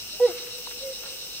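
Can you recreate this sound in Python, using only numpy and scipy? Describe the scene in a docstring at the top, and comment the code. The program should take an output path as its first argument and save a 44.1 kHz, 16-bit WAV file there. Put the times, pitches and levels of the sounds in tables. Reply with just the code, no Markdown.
"""Hornbill in an echoing forest

A hornbill on a high branch gives a short, almost pure hoot that falls in pitch as it dies, then a second,
farther hornbill gives a softer, higher one; a throat resonance colours the weak harmonics. Reflection and
scattering from trunks and crowns return both as a long, fluttering echo. Insects shrill in pulsing bands of
noise over still air, with faint ticks from the foliage, far calls and soft low bumps."""
import sys
import numpy as np
from scipy import signal
from scipy.fft import rfft, irfft, next_fast_len
from scipy.io import wavfile
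from scipy.ndimage import uniform_filter1d, map_coordinates

SR = 44100
rng = np.random.default_rng(int(sys.argv[2]) if len(sys.argv) > 2 else 0)


def unload_wav(signal):
    """Save mono or channel-first audio to the path in sys.argv[1] as 16-bit WAV at rate SR, clipped to [-1, 1]."""
    wavfile.write(
        sys.argv[1],
        SR,
        np.round(np.clip(np.atleast_2d(signal).T, -1, 1) * 32767).astype(np.int16),
    )


N = 61739
T = np.arange(N) / SR
SIZE = next_fast_len(N + 8192)
HZ = np.fft.rfftfreq(SIZE, 1 / SR)

# Still air: spectrum (frequency [Hz], relative density [dB])
AIR_SPECTRUM = [(20, -12), (34, -13), (43, 9.5), (54, -2.5), (110, -6.5), (200, -5.5), (420, -5),
                (1100, -10.5), (1450, -8), (1900, -12), (3400, -7.5), (4700, -11.5), (6800, -9.5),
                (10500, -15), (15800, -15)]
# Likeness of the air at the two ears (frequency [Hz], coherence [0-1])
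AIR_COHERENCE = [(40, 0), (110, 0), (200, 0.62), (400, 0.83), (800, 0.3), (1300, 0.21), (2400, 0),
                 (10000, 0.22)]
# Insect voices (centre [Hz], half width [Hz], level [dB], pulse rate [Hz], time of a peak [s],
# swing [dB], left lead [ms], coherence [0-1], balance [dB])
INSECT_BANDS = [(2828, 233, -47.5, 2.7, 0.34, 1, 0.099, 0.55, 1),
                (3951, 217, -46.5, 7.31, 0.13, 5.5, .1, 0.58, -0.1),
                (4290, 230, -52.5, 7.3, 0.114, 4, 0.11, 0.52, 0),
                (5298, 305, -43, 7.3, 0.138, 1.96, 0.1, .5, 0.5),
                (5840, 350, -46.5, 7.34, 0.039, 0.65, .12, .35, -0.5),
                (8416, 640, -48, 7.3, 0.03, 0.65, 0.1525, .2, 1.2),
                (14320, 540, -49, 7.3, .056, 4, -0.055, .3, .5),
                (15300, 1100, -52.5, 7.4, .056, 0, -0.059, .2, 0)]
# Cricket notes (centre [Hz], half width [Hz], level [dB])
CRICKET_BANDS = [(2774, 26, -58), (2905, 17, -57.5), (3402, 11, -63.5), (3798, 7, -54.5), (4057, 13, -56),
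                 (4400, 13, -61), (4500, 15, -68), (5280, 11, -54)]
# Soft low bumps (start [s], duration [s], pitch [Hz], glide [Hz/s], level [dB])
BUMP_GLIDES = [(-.03, .13, 97.5, -2, -57.5), (.46, 0.099, 114.4, -120, -57.5)]
# Far calls (start [s], duration [s], pitch [Hz], glide [Hz/s], level [dB])
FAR_CALL_GLIDES = [(.115, 0.07, 543, 2020, -55.5), (1.02, 0.068, 1391, 199.4, -54.5)]
# Foliage ticks (time [s], level [dB], centre [Hz], width [octaves], T60 [s])
FOLIAGE_TICKS = [(.092, -42, 1110, .7, 0.024), (0.381, -38.5, 2600, .8, 0.057),
                 (.466, -38.5, 1820, 0.51, 0.026), (0.6714, -31, 920, 0.71, 0.019),
                 (.71, -36, 1660, 1, 0.041), (0.723, -37.5, 1718, 0.87, 0.021),
                 (1.032, -44.5, 1000, 1, 0.14), (1.059, -42, 980, 1, 0.11)]
# Fundamental of each hoot (time [s], pitch [Hz], level [dB])
LOUD_CONTOUR = [(.194, 478.7, -50), (.202, 486.3, -29), (.209, 487.6, -21), (.225, 487.6, -15.5),
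                (.241, 496, -13.5), (.258, 484.8, -14.5), (.267, 474, -22.5), (.276, 421, -40.5),
                (.293, 364.4, -32), (.316, 330, -48.5), (.335, 313, -63)]
SOFT_CONTOUR = [(.803, 504.4, -45), (.82, 524.7, -45.5), (.835, 542.3, -36.5), (.89, 532.7, -34.5),
                (.922, 526.8, -37), (.94, 495, -53.5)]
# Their overtones (harmonic number, peak level before the throat [dB], growth with fundamental [dB/dB])
LOUD_HARMONICS = [(2, -44.5, .17), (3, -55, .15), (4, -48.5, 1.1), (5, -57, .7), (6, -59, .7), (7, -55, .9),
                  (8, -57, .9), (9, -55, .9)]
SOFT_HARMONICS = [(4, -61, 0.38)]
# Envelope of the rasp (time [s], level [dB])
RASP_ENVELOPE = [(.19, -80), (.205, -53), (.245, -59), (.275, -42), (.31, -45.5), (.36, -48.5), (.5, -52),
                 (.7, -73)]
# Spectrum of the rasp (frequency [Hz], relative density [dB])
RASP_SPECTRUM = [(250, -4), (400, 12), (580, -6), (880, -1), (1050, -1), (1300, 6.5), (1600, 2.5),
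                 (1800, -4.5), (2150, 7), (2500, -8), (4300, -1.5), (6000, -8), (10000, -38)]
# Distinct returns from trunks and crowns (delay [s], gain [dB], balance [dB])
REFLECTIONS = [(.06, -22, 3.5), (.116, -29, -4.5), (.204, -33, 1), (.255, -38, 2), (.312, -32, -1),
               (.35, -36, -2), (.46, -37.5, -0.5)]
# Diffuse tail (delay [s], relative level for the loud hoot [dB], for the soft hoot [dB])
SCATTER_ENVELOPE = [(0, -9, -8), (.04, -1, 3), (.09, -2, 0), (.16, -3, -18), (.23, 0, 6), (.33, -12.5, -4),
                    (.45, -9, -9), (.9, -9, -17), (1.2, -24, -22)]
# Spectrum of that tail (frequency [Hz], relative density [dB])
SCATTER_SPECTRUM = [(300, -10), (430, 12.5), (520, 0), (900, 9), (2000, 7.5), (4000, 1)]

THROAT_HZ, THROAT_WIDTH_HZ, THROAT_DB = 768, 81, 13  # the loud hoot's second harmonic sweeps through it
TICK_RISE_S = 0.00087


def amp(db):
    """Amplitude ratio of a level in decibels."""
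    return 10 ** (np.asarray(db) / 20)


def along(points):
    """Interpolation of (frequency, value) points on a logarithmic frequency axis."""
    hz, values = np.transpose(points)
    return np.interp(np.log(HZ + 1), np.log(hz + 1), values)


def wobble(rate_hz):
    """Smooth random modulation: a spline through Gaussian values."""
    return map_coordinates(rng.standard_normal(N // 20), [T * rate_hz], mode="wrap")


def pan(x, balance_db):
    """Interaural level difference: a positive balance raises the left and lowers the right."""
    return x * amp([[balance_db], [-balance_db]])


def noise(gain, coherence, lead_ms=0):
    """Partially coherent stereo noise of unit rms, mixed from independent mid and side signals."""
    mid, side = rfft(rng.standard_normal((2, SIZE))) * gain
    angle = np.arccos(np.clip(coherence, -1, 1)) / 2
    mid, side = mid * np.cos(angle), side * np.sin(angle)
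    delay = np.exp(-2j * np.pi * HZ * lead_ms / 1000)
    stereo = irfft(np.array([mid + side, (mid - side) * delay]), SIZE)[:, :N]
    return stereo / np.sqrt(np.mean(stereo ** 2) + 1e-20)


def band(hz, width_hz, steepness=3.66):
    """Band-pass resonance, at half power width_hz either side of its centre."""
    return 1 / np.sqrt(1 + np.abs((HZ - hz) / width_hz) ** steepness)


def still_air():
    """Ambient noise whose coherence between the ears varies with frequency."""
    return amp(-46) * noise(amp(along(AIR_SPECTRUM)), along(AIR_COHERENCE))


def insects(squareness=1.3, waver_db=0.66):
    """Amplitude modulation: each kind shrills in its own band and pulses at its own rate."""
    out = np.zeros((2, N))
    for hz, width_hz, db, rate, peak_s, swing_db, lead_ms, coherence, balance_db in INSECT_BANDS:
        pulse = np.tanh(squareness * np.cos(2 * np.pi * rate * (T - peak_s)))
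        envelope = amp(db + swing_db * pulse + waver_db * wobble(25.3))
        out += envelope * pan(noise(band(hz, width_hz), coherence, lead_ms), balance_db)
    return out


def crickets():
    """Noise in a very narrow band is heard as a thin, wavering note."""
    return sum(amp(db) * noise(band(hz, width_hz), coherence=0.39, lead_ms=0.084)
               for hz, width_hz, db in CRICKET_BANDS)


def gliding_tones(glides):
    """Linear chirps under half-sine envelopes, heard as low bumps or far calls."""
    out = np.zeros(N)
    for start_s, length_s, hz, glide, db in glides:
        age = np.clip(T - start_s, 0, length_s)
        phase = 2 * np.pi * (hz + glide * age / 2) * age
        out += amp(db) * np.sin(np.pi * age / length_s) * np.sin(phase)
    return np.sqrt(2) * out


def foliage_ticks():
    """Heavy damping: small knocks on leaves and twigs give noise bursts that die at once."""
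    out = np.zeros((2, N))
    for start_s, db, hz, octaves, t60_s in FOLIAGE_TICKS:
        age = np.maximum(T - start_s, 0)
        envelope = amp(db - 60 * age / t60_s) * (1 - np.exp(-age / TICK_RISE_S))
        spectrum = np.exp(-.5 * (np.log2((HZ + 1) / hz) / octaves) ** 2)
        out += envelope * noise(spectrum, coherence=0.28)
    return out


def hoot(contour, harmonics, edge_s=0.0066, jitter=0.0039, rough_db=3):
    """Source and filter: a near-pure tone whose weak overtones swell near the throat resonance."""
    times, hz, db = np.transpose(contour)
    pitch = np.interp(T, times, hz) * (1 + jitter * wobble(149.9))
    level_db = uniform_filter1d(np.interp(T, times, db), size=200)
    gate = np.clip(np.minimum(T - times[0], times[-1] - T) / edge_s, 0, 1)
    phase = 2 * np.pi * np.cumsum(pitch) / SR
    voice = amp(level_db) * np.sin(phase)
    for k, peak_db, growth in harmonics:
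        source_db = peak_db + growth * (level_db - db.max()) + rough_db * wobble(118.9)
        throat_db = THROAT_DB / (1 + ((k * pitch - THROAT_HZ) / THROAT_WIDTH_HZ) ** 2)
        overtone_db = np.minimum(source_db + throat_db, level_db)  # never above the fundamental
        voice += amp(overtone_db) * np.sin(k * phase)
    return np.sqrt(2) * gate * voice


def ring(start_s, hz, db, rise_s, t60_s):
    """Free vibration: a resonance, once excited, decays exponentially."""
    age = np.maximum(T - start_s, 0)
    envelope = amp(db - 60 * age / t60_s) * (1 - np.exp(-age / rise_s))
    return envelope * np.sin(2 * np.pi * hz * age)


def rasp():
    """Airy broadband noise that peaks as the loud hoot breaks off and lingers among the trees."""
    return amp(np.interp(T, *np.transpose(RASP_ENVELOPE))) * noise(amp(along(RASP_SPECTRUM)), 0.3)


def forest_echo(call, delays_s, scatter_db, tail_db, gap_s=0.041):
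    """Reflection from trunks and crowns gives distinct returns; scattering adds a diffuse tail."""
    envelope = amp(np.interp(T, delays_s, scatter_db)) * (T > gap_s)
    tail = envelope * noise(amp(along(SCATTER_SPECTRUM)), coherence=0.71)
    tail /= np.linalg.norm(tail[0])
    out = amp(tail_db) * signal.fftconvolve(call[None], tail, axes=1)[:, :N]
    for delay_s, db, balance_db in REFLECTIONS:
        out += amp(db) * pan(np.interp(T - delay_s, T, call, left=0), balance_db)
    return out


def scene():
    """Superposition of the forest's background, the two hoots and their echoes."""
    background = still_air() + insects() + crickets()
    bumps, far_calls = gliding_tones(BUMP_GLIDES), gliding_tones(FAR_CALL_GLIDES)
    ticks = foliage_ticks()
    throat = ring(start_s=.1985, hz=THROAT_HZ, db=-27, rise_s=0.00098, t60_s=0.035)  # at the hoot's onset
    loud = hoot(LOUD_CONTOUR, LOUD_HARMONICS) + throat
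    twig = ring(start_s=.6715, hz=1006, db=-27.5, rise_s=TICK_RISE_S, t60_s=0.017)  # the clearest tick
    soft = hoot(SOFT_CONTOUR, SOFT_HARMONICS)
    bird = pan(loud + soft, balance_db=-1.3) + rasp()
    delays_s, after_loud_db, after_soft_db = np.transpose(SCATTER_ENVELOPE)
    echo = forest_echo(loud, delays_s, after_loud_db, tail_db=-25.5)
    echo += forest_echo(soft, delays_s, after_soft_db, tail_db=-10)
    return background + bumps + far_calls + ticks + twig + bird + echo


def record(dry, cutoff_hz=15780):
    """Band limiting: an ideal low-pass filter removes everything above the cutoff."""
    return irfft(rfft(dry, SIZE) * (HZ < cutoff_hz), SIZE)[:, :N]


dry = scene()
out = record(dry)
unload_wav(out)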